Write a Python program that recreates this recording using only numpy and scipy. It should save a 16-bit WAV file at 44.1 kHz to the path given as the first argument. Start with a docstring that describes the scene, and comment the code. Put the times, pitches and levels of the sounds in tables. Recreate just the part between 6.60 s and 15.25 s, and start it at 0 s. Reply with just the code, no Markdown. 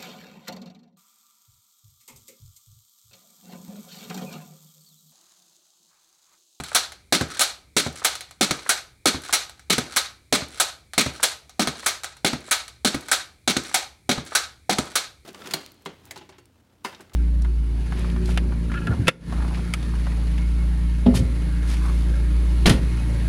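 """A child bounces on a steel pogo stick on a garden patio, over a faint outdoor hum made of filtered noise.
First the loaded spring knocks in its tube; then the shaft slides out and clacks against its stop.
Loose parts tick, mostly in mid-air, and each landing thuds and sets the coils rattling before the next knock.
Thuds are fading sine waves; the steel is short clicks sent through fading noise and resonances.
House and fence throw the sound back as a fading tail and one thin echo."""
import sys
import numpy as np
from scipy import signal
from scipy.fft import rfft, irfft
from scipy.io import wavfile

SR = 44100
rng = np.random.default_rng(int(sys.argv[2]) if len(sys.argv) > 2 else 0)


def persist_wave(psi):
    """Save psi, clipped to +-1, as 16-bit WAV."""
    counts = np.round(np.clip(psi, -1, 1) * 32767).astype(np.int16)
    wavfile.write(sys.argv[1], SR, np.atleast_2d(counts).T)


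N = 381465  # length of the sound, in samples

# the rubber foot meets the paving: start_s, thud_db, clash_db
LANDING_BLOWS = [(0.5244, -20, -14.5), (1.166, -23.5, -15.5), (1.81, -22, -15.5), (2.4568, -21, -14),
                 (3.0993, -28.5, -15.5), (3.7258, -19.5, -16), (4.3793, -21.5, -14), (4.995, -21.5, -19.5),
                 (5.6466, -19, -17.5), (6.248, -23, -17), (6.8764, -22, -17.5), (7.4921, -18.5, -19.5),
                 (8.095, -19, -20)]
# the compressed spring knocks in the tube: start_s, thud_db, clash_db
SPRING_KNOCKS = [(0, -33.5, -36.5), (0.6099, -21, -28.5), (1.2629, -26.5, -35), (1.9081, -25.5, -19.5),
                 (2.544, -29, -42.5), (3.1803, -24, -20), (3.82, -33.5, -54.5), (4.4612, -25.5, -34),
                 (5.072, -25, -19.5), (5.7304, -25.5, -32), (6.344, -25, -27.5), (6.9654, -23.5, -22),
                 (7.579, -28, -40.5), (8.184, -21.5, -21.5)]
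# the shaft slides out and hits its stop: stop_s, clash_db, slide_db
STOP_BLOWS = [(0.148, -12, -40.5), (0.794, -12.5, -37), (1.447, -13, -40), (2.092, -13.5, -45),
              (2.727, -13, -40), (3.3625, -14, -41), (3.999, -13.5, -42.5), (4.6296, -12.5, -42.5),
              (5.2611, -15, -41), (5.911, -13.5, -48), (6.515, -13.5, -46.5), (7.143, -14.5, -40.5),
              (7.751, -13.9, -43), (8.355, -15, -46.5)]
# crowded resonances of tube and spring: pitch_hz, width_hz, level_db
STEEL_RESONANCES = [(780, 130, -0.5), (1286, 81, 6), (1514, 180, 3), (2215, 180, 1), (3620, 1400, -10),
                    (4240, 270, -5.5), (5797, 300, 2), (6484, 110, 3), (7606, 760, 4), (8880, 250, 0)]
# colour of the contacts with the foot on the ground: pitch_hz, level_db_per_hz
LOADED_COLOUR = [(60, -18), (200, 17), (450, 6.5), (750, -7.5), (1000, -1), (2000, 1.5), (2800, -1),
                 (4000, 3.5), (5100, -4), (8000, -8.5), (10000, -6.5), (13000, -18), (16000, -19.5)]
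# colour of the contacts with the foot off the ground: pitch_hz, level_db_per_hz
FREE_COLOUR = [(60, -41.5), (200, -21), (400, -4.5), (650, -0.5), (1000, -2), (2000, 1.5), (2800, -2),
               (4000, 5.5), (5100, -0.5), (8000, -2.5), (10000, 3), (13000, -8), (16000, -10.5)]

BLOW_S = .02  # a blow's level is its energy spread over this time
TIME = np.arange(int(.6 * SR)) / SR  # seconds since a blow


def from_db(db):
    """Turn decibels into a factor for the wave's height."""
    return 10 ** (np.asarray(db) / 20)


def unit(x):
    """Scale to energy 1."""
    return x / np.sqrt(np.sum(x ** 2) + 1e-20)


def at_hz(points, hz):
    """Read a table between its points, with pitch on a logarithmic axis as in hearing."""
    table_hz, values = np.array(points).T
    return np.interp(np.log(np.maximum(hz, 1)), np.log(table_hz), values)


def butter(order, hz, kind="low"):
    """Design a smooth filter that passes one range of pitches."""
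    return signal.butter(order, hz, kind, fs=SR, output="sos")


def add(track, s, level_db, sound):
    """Lay a blow into the track."""
    at = max(round(s * SR), 0)
    part = sound[:max(N - at, 0)]
    track[at:at + len(part)] += from_db(level_db) * np.sqrt(BLOW_S * SR) * part


def through(x, response):
    """Let every sample of x set off the response, and add up the results."""
    return signal.fftconvolve(x, response)[:len(x)]


def resonate(x, hz, width_hz):
    """Let one resonance answer x; a narrow one rings longer."""
    return signal.lfilter(*signal.iirpeak(hz, hz / width_hz, fs=SR), x)


def colour(x, spectrum, size=4096):
    """Filter to the given spectrum without sounding early (minimum phase); white noise keeps its power."""
    log_height = np.log(from_db(at_hz(spectrum, np.fft.rfftfreq(size, 1 / SR))))
    cepstrum = irfft(log_height)
    # folding the cepstrum onto positive times puts the response's energy at its start
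    folded = np.r_[0, 2 * cepstrum[1:size // 2]]
    response = irfft(np.exp(rfft(folded, size)))
    return through(x, unit(response))


def brighten(x, times, bright_db, pivot_hz=3300):
    """Each blow tips the balance of bass and treble by its own amount until the next one comes."""
    # the tip changes 3 ms ahead of the blow
    latest = np.maximum(np.searchsorted(times, np.arange(N) / SR + .003) - 1, 0)
    tip = from_db(bright_db)[latest]
    low = signal.sosfilt(butter(1, pivot_hz), x + 1e-18)
    return (low / tip + (x - low) * tip) / np.sqrt((tip ** 2 + tip ** -2) / 2)


def modes(table, scatter_db, detune):
    """Decaying sines; each blow shares its energy among them a little differently."""
    hz, db, t60 = np.array(table).T[:, :, None]
    strength, pitch, side = rng.standard_normal((3, len(table), 1))
    sines = np.sign(side) * np.sin(2 * np.pi * hz * (1 + detune * pitch) * TIME)
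    fading = from_db(db + scatter_db * strength - 60 * TIME / t60)
    return unit(np.sum(fading * sines, axis=0))


def chatter(envelope, per_s, spread_db=-0.5):
    """Uneven metal-on-metal contacts at chance moments, under an envelope."""
    touch = rng.random(len(TIME)) < per_s / SR
    signs = rng.choice([-1, 1], len(TIME))
    sizes = signs * from_db(spread_db * rng.standard_normal(len(TIME)))
    return unit(touch * sizes * envelope)


def bands(t60s, count=18):
    """Band filters, each with its own noise and decay time."""
    edges = np.geomspace(50, 18000, count + 1)  # Hz
    white = rng.standard_normal((2, N))
    for k, (low, high) in enumerate(zip(edges, edges[1:])):
        band = butter(2, [low, high], "band")
        noise = signal.sosfilt(band, white[k % 2])
        yield band, noise, at_hz(t60s, np.sqrt(low * high))


def stored(x, t60):
    """Amplitude of the energy that x has fed in and that falls by 60 dB in t60 seconds."""
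    keep = from_db(-60 / (t60 * SR)) ** 2
    return np.sqrt(signal.lfilter([1 - keep], [1, -keep], x ** 2 + 1e-18))


def dense_ring(contacts, t60s):
    """Crowded modes die band by band; the spring keeps changing length, so they never ring twice alike."""
    return sum(noise * stored(contacts, t60) for _, noise, t60 in bands(t60s))


def wander(count=130):
    """Slow chance, changing over this many points spread across the whole sound."""
    return np.interp(np.arange(N), np.linspace(0, N, count), rng.standard_normal(count))


def steel(contacts, spectrum, ring_scale, crack_db, tone_db):
    """Contacts give a crack, a dense ring and a few tones; a small ring_scale makes the ringing shorter."""
    # dying away of the steel, before ring_scale: pitch_hz, fall_by_60_db_s
    steel_fading = [(200, 0.25), (1500, 0.03), (4000, 0.16), (8000, 0.022), (15000, 0.062)]
    # single tones that ring on, before ring_scale: pitch_hz, level_db, fall_by_60_db_s
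    ringing_tones = [(1450, 31.5, .3), (2164, -14, .32), (3575, -36, .2), (3800, 32.5, .25),
                     (3994, -42, .4), (4240, 62.5, .3), (5728, -55.5, .3), (6444, -32.5, .45),
                     (7090, 30.5, .2), (8877, -64, .25)]
    crack = from_db(crack_db)
    ring = dense_ring(contacts, [(hz, t60 * ring_scale) for hz, t60 in steel_fading])
    body = colour((ring + crack * contacts) / np.hypot(1, crack), spectrum)
    tube = body
    for hz, width_hz, db in STEEL_RESONANCES:
        # the point of contact decides how strongly each resonance answers
        answer = from_db(3 * wander())
        tube = tube + from_db(db) * answer * resonate(body, hz, width_hz)
    scaled_tones = [(hz, db, t60 * ring_scale) for hz, db, t60 in ringing_tones]
    tones = from_db(tone_db) * modes(scaled_tones, scatter_db=0.5, detune=0)
    return unit(tube) * np.linalg.norm(body) + through(contacts, tones)


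def clashes(times, levels_db, bounce_db, bounce_s):
    """Each blow is one contact and a quick run of rebounds."""
    track = np.zeros(N)
    for s, level_db in zip(times, levels_db):
        contacts = from_db(bounce_db) * chatter(np.exp(-TIME / bounce_s), per_s=790)
        contacts[0] += 1
        add(track, s, level_db, unit(contacts))
    return track


def thuds(times, levels_db, tilts_db, rise_s, ring_scale=1):
    """Each blow shakes the frame; a soft push favours its lowest modes (tilt in dB per octave)."""
    # low modes of frame and rider, before tilt and ring_scale: pitch_hz, level_db, fall_by_60_db_s
    frame_modes = [(74.4, -17.5, 0.23), (132, -7.5, 0.14), (158, -12.5, 0.22), (220, -4, 0.1),
                   (257, 2.5, 0.1), (300, -5.5, 0.12), (357, -2, 0.072), (410.6, -7, 0.14),
                   (462, -7.5, 0.058), (516, -2, 0.068), (592, -8.5, 0.16), (708, -2.5, 0.074),
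                   (778.5, 3, 0.033)]
    track = np.zeros(N)
    for s, level_db, tilt_db in zip(times, levels_db, tilts_db):
        table = [(hz, db + tilt_db * np.log2(hz), t60 * ring_scale) for hz, db, t60 in frame_modes]
        rise = 1 - np.exp(-TIME / rise_s)
        add(track, s, level_db, unit(modes(table, scatter_db=2.5, detune=0.028) * rise))
    return track


def each_bounce(blows, delay_s, level_db):
    """One small contact beside every blow, varying in time and level: rows of start_s, level_db."""
    jitter_s, spread_db = .002, 5
    chance = rng.standard_normal((len(blows), 2))
    return [(blow[0] + delay_s + jitter_s * late, level_db + spread_db * loud)
            for blow, (late, loud) in zip(blows, chance)]


def background(air_db=-59.5, hum_db=-59, hum_hz=68.7, hum_half_width_hz=8.8):
    """Quiet outdoor air and the wavering hum of a distant machine, both filtered noise."""
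    # colour of the outdoor air: pitch_hz, level_db_per_hz
    air_colour = [(18, -32), (30, -15.5), (121, -6), (170, -16.5), (374, -21), (801, -40), (1760, -35),
                  (2350, -21.5), (2750, -42), (4080, -29), (5040, -37), (9220, -33.5), (16000, -48.5)]
    air = unit(colour(rng.standard_normal(N), air_colour))
    band = butter(2, [hum_hz - hum_half_width_hz, hum_hz + hum_half_width_hz], "band")
    # drop the first second, while the narrow filter settles
    hum = unit(signal.sosfilt(band, rng.standard_normal(N + SR))[SR:])
    return np.sqrt(N) * (from_db(air_db) * air + from_db(hum_db) * hum)


def scatter(x, colour_db=-3):
    """Reflections from paving and house wall, ever new as the stick hops; they keep the steel's resonances."""
    # dying away of the patio: pitch_hz, fall_by_60_db_s
    patio_fading = [(100, 0.35), (300, 0.65), (700, 0.4), (1500, 0.33), (4000, 0.35), (8000, 0.26),
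                    (11000, 0.31), (15000, 0.3)]
    tail = sum(noise / np.std(noise) * stored(signal.sosfilt(band, x), t60)
               for band, noise, t60 in bands(patio_fading))
    ringing = sum(from_db(db + colour_db) * resonate(tail, hz, width_hz)
                  for hz, width_hz, db in STEEL_RESONANCES)
    return unit(tail + ringing) * np.linalg.norm(tail)


def patio(x, wet_db=-7, thin_hz=380, dull_hz=10500, echo_s=0.082, echo_db=-24):
    """The open patio returns little bass or top treble; the fence gives one thin, blurred echo."""
    wet = signal.sosfilt(butter(1, thin_hz, "high"), scatter(x))
    wet = signal.sosfilt(butter(2, dull_hz), wet)
    blur = rng.standard_normal(len(TIME)) * np.exp(-np.abs(TIME - echo_s) / .004)
    echo = unit(signal.sosfilt(butter(2, [700, 6000], "band"), blur))
    return x + from_db(wet_db) * wet + from_db(echo_db) * through(x, echo)


def ticks(turn_bright_db=9, loose_bright_db=-4.0):
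    """Play in shaft and foot pegs clicks thinly at the turn of every stroke, and now and then in between."""
    # loose parts tick, mostly in mid-air: start_s, level_db
    loose_ticks = [(0.037, -33.5), (0.321, -40.5), (1.554, -33), (1.608, -34), (1.71, -44.5), (2.65, -39.5),
                   (2.896, -41.5), (2.995, -49.5), (4.335, -34), (4.895, -46), (5.435, -32.5),
                   (5.4444, -29.5), (5.568, -48.5), (6.08, -39.5), (6.485, -33.5)]
    turn_clicks = each_bounce(LANDING_BLOWS, delay_s=0.16, level_db=-53.5)
    turns = [(s, db, turn_bright_db) for s, db in turn_clicks]
    loose = [(s, db, loose_bright_db) for s, db in loose_ticks]
    s, level_db, bright_db = np.transpose(sorted(turns + loose))
    contacts = clashes(s, level_db, bounce_db=-12.5, bounce_s=0.0029)
    metal = steel(contacts, FREE_COLOUR, ring_scale=1.0, crack_db=-6, tone_db=-19.5)
    return brighten(metal, s, bright_db)


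def clunks(low_hz=450, high_hz=1800, ring_s=0.006):
    """The spring's flank bumps the tube with a hollow sound, at each knock and again as it unloads."""
    # -6.5 dB sets the hollow clunk against the knock's thud
    bumps = [(s, thud_db - 6.5) for s, thud_db, _ in SPRING_KNOCKS]
    # the spring unloads shortly before the shaft hits its stop
    bumps += each_bounce(STOP_BLOWS, delay_s=-.031, level_db=-43.5)
    hollow = butter(3, [low_hz, high_hz], "band")
    track = np.zeros(N)
    for s, level_db in bumps:
        burst = rng.standard_normal(len(TIME)) * np.exp(-TIME / ring_s)
        add(track, s, level_db, unit(signal.sosfilt(hollow, burst)))
    return track


def slides(lead_s=.093, peak_share=0.57, spread=0.95):
    """The shaft sticks and slips through its bushing on the way out, starting lead_s before its stop."""
    # colour of the rubbing: pitch_hz, level_db_per_hz
    sliding_colour = [(100, -19.5), (400, 0), (900, -8.5), (1400, 3.5), (2500, -1.5), (4000, 3.5),
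                      (7000, -7.5), (10000, -4.5), (13000, -19), (16000, -21.5)]
    track = np.zeros(N)
    # a broad swell; its peak and width are shares of lead_s
    speed = np.exp(-np.abs((TIME / lead_s - peak_share) / spread) ** 3)
    for stop_s, _, slide_db in STOP_BLOWS:
        slips = chatter(speed, per_s=260, spread_db=-3.5)
        add(track, stop_s - lead_s, slide_db, np.sqrt(lead_s / BLOW_S) * slips)
    return steel(track, sliding_colour, ring_scale=0.84, crack_db=-4, tone_db=-20.5)


def knocks(usual_db=-23.0, bright_db=1.3, bright_per_db=-0.1, hardness_db=-3.5, hardness_per_db=0.3):
    """Near the bottom the bowed spring knocks on the tube; a light touch bumps dully, a hard one clanks."""
    s, thud_db, clash_db = np.transpose(SPRING_KNOCKS)
    force_db = clash_db - usual_db
    contacts = clashes(s + 0.0012, clash_db, bounce_db=8, bounce_s=0.0066)
    metal = steel(contacts, LOADED_COLOUR, ring_scale=0.093, crack_db=-10.0, tone_db=-30)
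    metal = brighten(metal, s, bright_db + bright_per_db * force_db)
    tilts_db = hardness_db + hardness_per_db * force_db
    return metal + thuds(s, thud_db, tilts_db, rise_s=0.00093, ring_scale=0.94)


def top_outs(bright_db=-1.3, hardness_db=1.3, thud_db=-41.5):
    """The shaft hits its stop as the stick leaves the ground; the steel rings freely, the frame barely shakes."""
    s, clash_db, _ = np.transpose(STOP_BLOWS)
    each = np.ones(len(s))
    contacts = clashes(s, clash_db, bounce_db=6.5, bounce_s=0.013)
    metal = steel(contacts, FREE_COLOUR, ring_scale=0.99, crack_db=-17, tone_db=-24.0)
    metal = brighten(metal, s, bright_db * each)
    return metal + thuds(s, thud_db * each, hardness_db * each, rise_s=0.0017)


def landings(usual_db=-15.5, bright_db=3.5, bright_per_db=0.46, hardness_db=2.0):
    """The foot thuds, the stick clashes and the coils rattle on the tube; harder landings are brighter."""
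    rattle_at_s, rattle_db = .021, -1  # delay of the rattle's peak; its level against the clash
    s, thud_db, clash_db = np.transpose(LANDING_BLOWS)
    contacts = clashes(s, clash_db, bounce_db=7, bounce_s=0.0067)
    rattling = np.exp(-((TIME - rattle_at_s) / .017) ** 4)
    for at, level_db in zip(s, clash_db):
        add(contacts, at, level_db + rattle_db, chatter(rattling, per_s=450))
    metal = steel(contacts, LOADED_COLOUR, ring_scale=0.5, crack_db=-13, tone_db=-18.0)
    metal = brighten(metal, s, bright_db + bright_per_db * (clash_db - usual_db))
    # the thud begins 1 ms ahead of the clash
    return metal + thuds(s - .001, thud_db, np.full(len(s), hardness_db), rise_s=0.0011)


def scene():
    """Stick and patio over the outdoor background."""
    stick = ticks() + clunks() + slides() + knocks() + top_outs() + landings()
    return (background() + patio(stick))[None]


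def record(dry):
    """The loudest peaks are rounded and the treble above 16 kHz is cut."""
    ceiling = .66
    rounded = ceiling * np.tanh(dry / ceiling)
    return signal.sosfilt(signal.ellip(10, .2, 70, 16000, fs=SR, output="sos"), rounded)


dry = scene()
out = record(dry)
persist_wave(out)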